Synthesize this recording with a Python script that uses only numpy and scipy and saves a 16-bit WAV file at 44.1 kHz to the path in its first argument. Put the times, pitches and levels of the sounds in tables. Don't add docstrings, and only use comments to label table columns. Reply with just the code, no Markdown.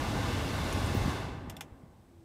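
import sys
import numpy as np
from scipy import signal
from scipy.fft import rfft, irfft, next_fast_len
from scipy.io import wavfile
from scipy.ndimage import uniform_filter1d, map_coordinates

SR = 44100
rng = np.random.default_rng(int(sys.argv[2]) if len(sys.argv) > 2 else 0)


def inscribe(sig):
    pcm = np.round(np.clip(np.atleast_2d(sig).T, -1, 1) * 32767)
    wavfile.write(sys.argv[1], SR, pcm.astype(np.int16))


N = 98784
T = np.arange(N) / SR


def amp(db):
    return 10 ** (np.asarray(db) / 20)


def unit(x):
    return x / np.sqrt(np.mean(x ** 2) + 1e-20)


def along(points, hz):
    freqs, values = np.transpose(points)
    return np.interp(np.log(hz + 1), np.log(freqs + 1), values)


def wobble(rate_hz):
    return map_coordinates(rng.standard_normal(int(N * rate_hz / SR) + 4), [T * rate_hz])


def eq(x, gain):
    size = next_fast_len(len(x) + 8192)
    return irfft(rfft(x, size) * gain(np.fft.rfftfreq(size, 1 / SR)), size)[:len(x)]


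def moving_eq(x, gain_db):
    hz, t, spectrum = signal.stft(x, SR, nperseg=1024)
    return signal.istft(spectrum * amp(gain_db(hz[:, None], t[None])), SR, nperseg=1024)[1][:len(x)]


def bell(hz, centre_hz, width_hz):
    return 1 / (1 + (2 * (hz - centre_hz) / width_hz) ** 2)


def add(out, start_s, x):
    part = out[round(start_s * SR):][:len(x)]
    part += x[:len(part)]


# freq_hz, level_db
AIR_TONE = [(18, -64), (30, -18), (45, -4.5), (60, -5.5), (85, -2), (125, -5), (160, -10.5), (280, -11.5),
            (430, -18), (750, -19), (1050, -18.5), (1330, -25), (2300, -27.5), (3400, -28), (5000, -32.5),
            (11500, -43.5), (16000, -52.5)]
# centre_hz, width_hz, gain_db
DUCT_BANDS = [(86, 12, 4), (271, 20, 3), (487, 30, 3), (650, 40, 3), (815, 40, 6), (1080, 50, 3),
              (1190, 35, 5), (1460, 50, 6), (1556, 35, 8), (1750, 50, 6), (1900, 50, -4), (2100, 240, 4),
              (2460, 90, -5), (2624, 60, 4), (2765, 70, 3), (3200, 200, -3), (3490, 110, 5)]
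# time_s, airflow_db
AIRFLOW = [(0, 0), (1.1, 0), (1.25, -5), (1.4, -12.5), (1.6, -21), (1.8, -30), (2.0, -36), (2.24, -43.5)]
# freq_hz, db_per_airflow_db
FADE_SLOPES = [(250, 0.62), (700, 0.79), (2000, 1), (5000, 1.5), (12000, 2)]
# time_s, gain_db
BASS_RIDE = [(0, -2), (.95, -1), (1.07, 5), (1.12, -9), (1.22, -7.5), (1.5, -11), (1.54, -17), (1.7, -37),
             (2.0, -32), (2.24, -36.5)]


def blower(level_db=-31.5, sway_db=0.27, flicker_db=0.84, crossover_hz=134):
    def duct_tone(hz):
        ducts_db = sum(db * bell(hz, centre, width) for centre, width, db in DUCT_BANDS)
        return amp(along(AIR_TONE, hz) + ducts_db)

    def coast_db(hz, t):
        flicker = rng.standard_normal((hz.size, t.size))
        flicker = uniform_filter1d(flicker, size=8, axis=0)
        flicker = unit(uniform_filter1d(flicker, size=4, axis=1))
        bass_share = 1 / (1 + (hz / crossover_hz) ** 4)
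        bass_db = np.interp(t, *np.transpose(BASS_RIDE))
        rush_db = along(FADE_SLOPES, hz) * np.interp(t, *np.transpose(AIRFLOW))
        return bass_share * bass_db + (1 - bass_share) * rush_db + flicker_db * flicker

    air = unit(eq(rng.standard_normal(N), duct_tone))
    return amp(level_db + sway_db * wobble(7.3)) * moving_eq(air, coast_db)


# start_s, level_db, low_cut_hz, high_cut_hz, rattle_s, ring_db, accent_hz
RELAY_CLICKS = [(1.4973, -29, 1500, 9000, .009, -7, 5400), (1.5667, -32, 1800, 5000, .007, -2, 3520),
                (1.6085, -23.5, 700, 3400, .011, -5.5, 850)]
# pitch_hz, level_db, t60_s
HOUSING_MODES = [(820, -9, .045), (1140, -7, .03), (2120, -2, .035), (2600, -3, .035), (2800, -3, .035),
                 (3500, -1, .024), (5430, -11, .05), (7300, -9, .02), (10300, -10, .01), (13300, -9, .008)]
# freq_hz, gain_db
PANEL_TONE = [(1500, -2), (2700, 3), (3600, 2), (4350, -9), (5300, 1), (6300, -1), (7200, 1), (8000, -2),
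              (13500, 0), (15500, -9)]
# freq_hz, t60_s
CABIN_DECAY = [(1000, 0.062), (5000, 0.11), (15000, 0.086)]


def relays(crack_db=-6, crack_s=.0012, ring_attack_s=.0008, accent_db=10, reverb_db=-9.5):
    out, t = np.zeros(N), T[:SR // 5]
    for start_s, level_db, low_cut_hz, high_cut_hz, rattle_s, ring_db, accent_hz in RELAY_CLICKS:
        noise = rng.standard_normal(len(t))
        rattle = eq(noise, lambda hz: amp(along(PANEL_TONE, hz)) / np.hypot(1, hz / high_cut_hz))
        rattle *= np.exp(-1.7 * t / rattle_s) * (1 - np.exp(-t / 0.00027))
        ring = np.zeros(len(t))
        for pitch_hz, mode_db, t60_s in HOUSING_MODES:
            lift_db = accent_db * np.exp(-(np.log(pitch_hz / accent_hz) / .2) ** 2)
            struck_db = mode_db + lift_db + rng.normal(0, 1.5)
            ring += amp(struck_db - 60 * t / t60_s) * np.sin(2 * np.pi * pitch_hz * t)
        ring *= 1 - np.exp(-t / ring_attack_s)
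        crack = amp(crack_db) * rng.standard_normal(len(t)) * np.exp(-t / crack_s) / 2
        contact = (rattle + crack) / 1.6
        tail = moving_eq(rng.standard_normal(len(t)),
                         lambda hz, s: along(PANEL_TONE, hz) / 2 - 60 * s / along(CABIN_DECAY, hz))
        reverb = signal.fftconvolve(contact, tail / np.linalg.norm(tail))[:len(t)]
        click = contact + amp(ring_db) * ring / 4 + amp(reverb_db) * reverb
        low_cut = signal.butter(2, low_cut_hz, "high", fs=SR, output="sos")
        add(out, start_s, amp(level_db) * signal.sosfilt(low_cut, click))
    return out


# start_s, level_db, pitch_hz, cycle_count, polarity, drop_ratio (pitch fall over mean pitch)
DASH_THUMPS = [(.9498, -22, 240, 1.7, -1, 1.6), (.9645, -23, 95, 2.9, 1, .3),
               (1.021, -23.5, 75, 1.3, 1, .3), (1.0565, -21, 125, 1.6, -1, 1),
               (1.0780, -21, 165, 1.9, 1, 1.4), (1.474, -38, 200, 2.1, 1, 1.4),
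               (1.720, -41.5, 72, 1.5, -1, .3), (1.744, -46, 75, 1, 1, .3), (1.8345, -42, 135, 1.8, -1, .3),
               (2.186, -48, 80, 1.7, 1, .5)]


def thumps():
    out = np.zeros(N)
    for start_s, level_db, pitch_hz, cycles, polarity, drop in DASH_THUMPS:
        progress = T[:int(cycles / pitch_hz * SR)] * pitch_hz / cycles
        envelope = np.sin(np.pi * progress ** 0.51)
        phase = 2 * np.pi * cycles * (progress + drop * progress * (1 - progress) / 2)
        add(out, start_s, polarity * amp(level_db) * envelope * np.sin(phase))
    return out


# start_s, level_db, pitch_hz, t60_s
BUTTON_TICKS = [(.7265, -33, 6300, .0025), (.7265, -35, 9800, .0025), (.7315, -39, 9800, .003),
                (.7355, -35, 6000, .0015), (.736, -40, 12800, .0015), (.8625, -42, 9200, .007),
                (.863, -42, 6200, .002), (.870, -42, 9300, .007)]
BUTTON_SQUEAKS = [(.943, -48, 14100, .035), (.946, -49, 15200, .035), (.967, -46, 15400, .03),
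                  (.969, -50, 14200, .025)]


def button():
    out, t = np.zeros(N), T[:SR // 20]
    for cues, roughness in ((BUTTON_TICKS, .15), (BUTTON_SQUEAKS, 4)):
        for start_s, level_db, pitch_hz, t60_s in cues:
            envelope = amp(-60 * t / t60_s) * (1 - np.exp(-t / (t60_s / 8))) ** 2
            grit = unit(uniform_filter1d(rng.standard_normal(len(t)), size=36))
            grain = (1 + roughness * grit) / np.hypot(1, roughness)
            ping = envelope / envelope.max() * np.sin(2 * np.pi * pitch_hz * t)
            add(out, start_s, amp(level_db) * grain * ping)
    return out


# freq_hz, level_db
FLOOR_TONE = [(18, -27), (40, -2.5), (125, 0), (180, -6.5), (300, -17.5), (450, -13), (800, -20.5),
              (1300, -27), (3000, -31), (16000, -40.5)]


def room_tone(level_db=-61, lumps_db=-0.5):
    bed = unit(eq(rng.standard_normal(N), lambda hz: amp(along(FLOOR_TONE, hz))))
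    lumps = lumps_db * wobble(24.04)[::512]
    return amp(level_db) * moving_eq(bed, lambda hz, t: (hz < 200) * np.interp(t, T[::512], lumps))


# centre_hz, width_hz, level_db
WHINE_BANDS = [(7860, 480, -88), (8600, 460, -91)]


def whine():
    return sum(amp(db) * unit(eq(rng.standard_normal(N), lambda hz: bell(hz, centre, width)))
               for centre, width, db in WHINE_BANDS)


# time_s, pitch_hz, level_db
HUM_GLIDE = [(2.0, 372, -78), (2.08, 353, -69), (2.13, 345, -62), (2.18, 336, -66), (2.22, 330, -58)]


def hum(waver_db=2):
    time_s, pitch_hz, level_db = np.transpose(HUM_GLIDE)
    envelope = amp(np.interp(T, time_s, level_db, left=-120) + waver_db * wobble(19.5))
    phase = 2 * np.pi * np.cumsum(np.interp(T, time_s, pitch_hz)) / SR
    return envelope * np.sqrt(2) * np.sin(phase)


def scene():
    mix = blower() + relays() + thumps() + button() + room_tone() + whine() + hum()
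    return np.tile(mix, (2, 1))


def record(dry):
    stop_hz, slope_width_hz = 15950, 400
    return np.array([eq(x, lambda hz: np.clip((stop_hz - hz) / slope_width_hz, 0, 1) ** 2) for x in dry])


dry = scene()
out = record(dry)
inscribe(out)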